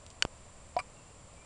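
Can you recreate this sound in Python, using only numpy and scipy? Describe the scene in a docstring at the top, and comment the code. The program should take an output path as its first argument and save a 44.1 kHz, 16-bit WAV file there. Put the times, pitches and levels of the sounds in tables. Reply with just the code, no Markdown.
"""A sharp click and a dry pop, led in by three tiny ticks; half a second later, a hollow knock and a rattle.
These are most likely the handling noises of a hand-held camera in a quiet garden. Each blow excites the damped
modes of the part it strikes, together with a burst of decaying noise; the pop is a pulse at the microphone.
Behind them lie faint distant birds, outdoor air, hiss and a thin electronic whine."""
import sys
import numpy as np
from scipy import signal
from scipy.fft import rfft, irfft
from scipy.io import wavfile

SR = 44100
rng = np.random.default_rng(int(sys.argv[2]) if len(sys.argv) > 2 else 0)


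def digitize_waveform(pressure):
    """Quantize a signal to 16-bit integers and store it at the path in sys.argv[1].

    Rows of a 2-D input are taken as channels; values are limited to [-1, 1].
    """
    field = np.atleast_2d(pressure).T
    bounded = np.clip(field, -1, 1)
    quanta = np.round(bounded * 32767).astype(np.int16)
    wavfile.write(sys.argv[1], SR, quanta)


N = 63945
T = np.arange(N) / SR
HZ = np.fft.rfftfreq(N, 1 / SR)

# resonances of the clicking part: f/Hz, bandwidth/Hz, relative level/dB
STIFF_PART_RESONANCES = [(1516, 132, -2), (1720, 150, -7.5), (2400, 300, -7.5), (2933, 350, -1),
                         (4450, 136, -3.5), (4900, 170, -18), (5480, 210, -8.5), (6300, 500, -18),
                         (6940, 300, -8.5), (7170, 180, -10.5), (8600, 150, -24), (9380, 300, -26)]
# spectrum of the crunch inside the click: f/Hz, relative level/dB
CRUNCH_SPECTRUM = [(900, -28), (1500, -4), (3000, -1), (3700, -13), (4600, 3), (6000, -7), (7300, -3),
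                   (8300, -8), (11000, -19)]
# spectrum of the chatter trailing the click: f/Hz, relative level/dB
CHATTER_SPECTRUM = [(200, -15), (350, 9), (800, 11), (1600, -3), (3000, -4), (5000, -15), (7500, -12),
                    (11000, -26)]
# modes of the hollow body: f/Hz, relative level/dB, T60/s
HOLLOW_BODY_MODES = [(740, 0.5, .064), (990, -9.5, 0.1), (2390, -27.5, 0.075), (4950, -24.5, .018),
                     (5630, -22, 0.016)]
# spectrum of the knock's contact noise: f/Hz, relative level/dB
CONTACT_SPECTRUM = [(100, 3), (350, 2), (600, -6), (1200, -12), (1800, -3), (3000, -6), (5500, -10),
                    (7000, -32), (11000, -34)]
# strikes of the loose part: t/s, level/dB
RATTLE_STRIKES = [(.7890, -29), (0.7907, -32), (0.7921, -35.5), (0.7937, -32), (0.7974, -34), (.8000, -33),
                  (.8040, -44)]
# modes of the loose part: f/Hz, relative level/dB, T60/s
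LOOSE_PART_MODES = [(1152, -4, 0.05), (1424, -9.5, 0.041), (2303, -8, .03), (2395, -6.5, 0.039),
                    (2800, -11.5, 0.019), (4430, -15, .014), (4787, -13, 0.019), (7890, -11.5, .014)]
# spectrum of its scraping: f/Hz, relative level/dB
SCRAPE_SPECTRUM = [(200, -12.5), (800, 2.5), (1900, -6.5), (2600, 0), (3300, -22), (4300, -11),
                   (4800, -2.5), (5400, -17), (6900, -23), (8000, -9), (9000, -16), (11000, -21.5)]
# light ticks: t/s, level/dB
TICK_ONSETS = [(0.0644, -45.5), (0.1027, -45.5), (0.1114, -51)]
# spectrum of a tick: f/Hz, relative level/dB
TICK_SPECTRUM = [(1000, -9), (2500, -4.5), (4500, 2), (7500, 1.5), (11000, -14)]
# distant bird whistles: t/s, duration/s, start f/Hz, end f/Hz, level/dB
BIRD_WHISTLES = [(.945, 0.099, 2800, 2620, -70), (1.049, .09, 2680, 2800, -73),
                 (1.365, 0.111, 2290, 2470, -66)]
# electronic tones: f/Hz, rms level/dB, depth of the periodic dip (0 to 1)
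WHINE_TONES = [(4690, -80, 0.2), (7291, -64, 0.96), (8076, -68, 0.04)]
# spectral density of outdoor air and microphone hiss: f/Hz, relative level/dB
AIR_SPECTRUM = [(20, 0), (45, -2), (75, 0), (130, -4), (200, -10.5), (380, -15.5), (570, -9.5),
                (690, -12.5), (820, -16), (1050, -13), (1550, -23), (2400, -22), (3600, -26.5), (6600, -28),
                (7200, -23), (7700, -25.5), (9000, -27), (11000, -34.5)]


def click(start=.2241):
    """Impulse response: a snap rings a stiff part and rebounds once, with noisy crunch and chatter."""
    power = sum(amp(db) ** 2 / (1 + ((HZ ** 2 - hz ** 2) / (width * hz)) ** 2)
                for hz, width, db in STIFF_PART_RESONANCES)
    bass_cut = 1 / np.sqrt(1 + (840 / (HZ + 1)) ** 4)  # second-order high-pass at 840 Hz
    snap = amp(17.5) * impulse(start, np.sqrt(power) * bass_cut)
    rebound = amp(-19) * np.interp(T - .002, T, snap)  # 2 ms later
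    crunch = amp(-24) * noise(CRUNCH_SPECTRUM) * decay(start, t60=.015)
    chatter = amp(-36) * noise(CHATTER_SPECTRUM) * decay(start, t60=.033)
    return snap + rebound + crunch + chatter


def pop(start=.2512, length_s=.0005, band_hz=(42, 7100), swing_hz=70):
    """Transient response: a band-limited square pulse at the microphone, with a damped bass swing."""
    age = T - start
    square = np.clip(age * SR, 0, 1) - np.clip((age - length_s) * SR, 0, 1)
    pulse = signal.lfilter(*signal.butter(1, band_hz, "band", fs=SR), square)
    swing = decay(start, t60=.024) * np.cos(2 * np.pi * swing_hz * age)
    return amp(-19.5) * pulse + amp(-29.5) * swing


def knock(start=.76576):
    """Free vibration: a soft blow rings a hollow body, whose modes start flat and glide up to pitch."""
    body = amp(-18) * ring(start, HOLLOW_BODY_MODES, rise_s=.00051, flat=.099, settle_s=.0049)
    contact = amp(-41.5) * noise(CONTACT_SPECTRUM) * decay(start, t60=.034)
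    return body + contact


def rattle():
    """Repeated impact: each strike of a settling loose part excites its modes and friction noise."""
    scrape = amp(-10) * noise(SCRAPE_SPECTRUM)
    out = np.zeros(N)
    for start, db in RATTLE_STRIKES:
        ringing = ring(start, LOOSE_PART_MODES, rise_s=.00057)
        out += amp(db) * (ringing + scrape * decay(start, t60=.021))
    return out


def ticks():
    """Exponential decay: bursts of bright noise die so fast that they are heard as tiny ticks."""
    envelope = sum(amp(db) * decay(start, t60=.016) for start, db in TICK_ONSETS)
    return noise(TICK_SPECTRUM) * envelope


def birds(blur_depth=.97, blur_hz=70.4):
    """Spectral broadening: random amplitude and phase blur gliding whistles, as heard from afar."""
    out = np.zeros(N)
    for start, length, from_hz, to_hz, db in BIRD_WHISTLES:
        progress = np.clip((T - start) / length, 0, 1)
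        pitch_hz = from_hz + (to_hz - from_hz) * progress
        carrier = np.exp(2j * np.pi * np.cumsum(pitch_hz) / SR)
        blur = 1 + blur_depth * (drift(blur_hz) + 1j * drift(blur_hz))
        envelope = np.sqrt(abs(np.sin(np.pi * progress)))
        out += amp(db) * envelope * (carrier * blur).real
    return out


def whine(frame_hz=24, first_dip_s=.0122, dip_length_s=.009, edge_s=.0011):
    """Amplitude modulation: the camera's thin tones waver and dip once a frame, one almost to silence."""
    from_dip_s = abs(((T - first_dip_s) * frame_hz + .5) % 1 - .5) / frame_hz
    dip = np.clip((dip_length_s / 2 - from_dip_s) / edge_s + .5, 0, 1)
    out = np.zeros(N)
    for hz, db, depth in WHINE_TONES:
        waver = 1 + .06 * drift(rate_hz=23)
        tone = np.sqrt(2) * np.sin(2 * np.pi * hz * T)
        out += amp(db) * (1 - depth * dip) * waver * tone
    return out


def air():
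    """Stationary noise: outdoor air and microphone hiss form a steady floor."""
    return amp(-54) * noise(AIR_SPECTRUM)


def ring(start, modes, rise_s, flat=0, settle_s=1):
    """Modal superposition: damped sines start low by the fraction `flat` and settle to pitch."""
    age = np.maximum(T - start, 0)
    clock = age - flat * settle_s * (1 - np.exp(-age / settle_s))
    attack = 1 - np.exp(-age / rise_s)
    return attack * sum(amp(db) * decay(start, t60) * np.sin(2 * np.pi * hz * clock)
                        for hz, db, t60 in modes)


def impulse(start, gain):
    """Minimum phase: folding the cepstrum gives a causal impulse with this gain at each frequency."""
    log_gain = np.log(np.maximum(gain, 1e-4))
    fold = (1 + np.sign(N / 2 - np.arange(N))) / (1 + (T == 0))
    cepstrum = irfft(log_gain, N) * fold
    return irfft(np.exp(rfft(cepstrum) - 2j * np.pi * HZ * start), N)


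def decay(start, t60):
    """Exponential damping: a jump to one at start, then a fall of 60 dB every t60 seconds."""
    return (T >= start) * np.exp(-np.log(1000) * np.maximum(T - start, 0) / t60)


def noise(spectrum):
    """Spectral shaping: white noise coloured by rows of f/Hz, level/dB, at unit rms."""
    hz, db = np.transpose(spectrum)
    gain = amp(np.interp(np.log(HZ + 1), np.log(hz), db))
    return unit(irfft(rfft(rng.standard_normal(N)) * gain, N))


def drift(rate_hz):
    """Random fluctuation: low-pass noise of unit rms."""
    return unit(irfft(rfft(rng.standard_normal(N)) * np.exp(-(HZ / rate_hz) ** 2), N))


def amp(db):
    """Amplitude ratio of a level in decibels."""
    return 10 ** (np.asarray(db) / 20)


def unit(x):
    """Normalisation to unit rms."""
    return x / np.sqrt(np.mean(x ** 2) + 1e-20)


def scene():
    """Linear superposition: all sources add at one microphone."""
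    return (ticks() + click() + pop() + knock() + rattle() + birds() + whine() + air())[None]


def record(dry, cutoff_hz=10880):
    """Band limiting: a steep low-pass filter removes the highest treble."""
    low_pass = signal.firwin(255, cutoff_hz, window=("kaiser", 8), fs=SR)
    return signal.oaconvolve(dry, low_pass[None], "same")


dry = scene()
out = record(dry)
digitize_waveform(out)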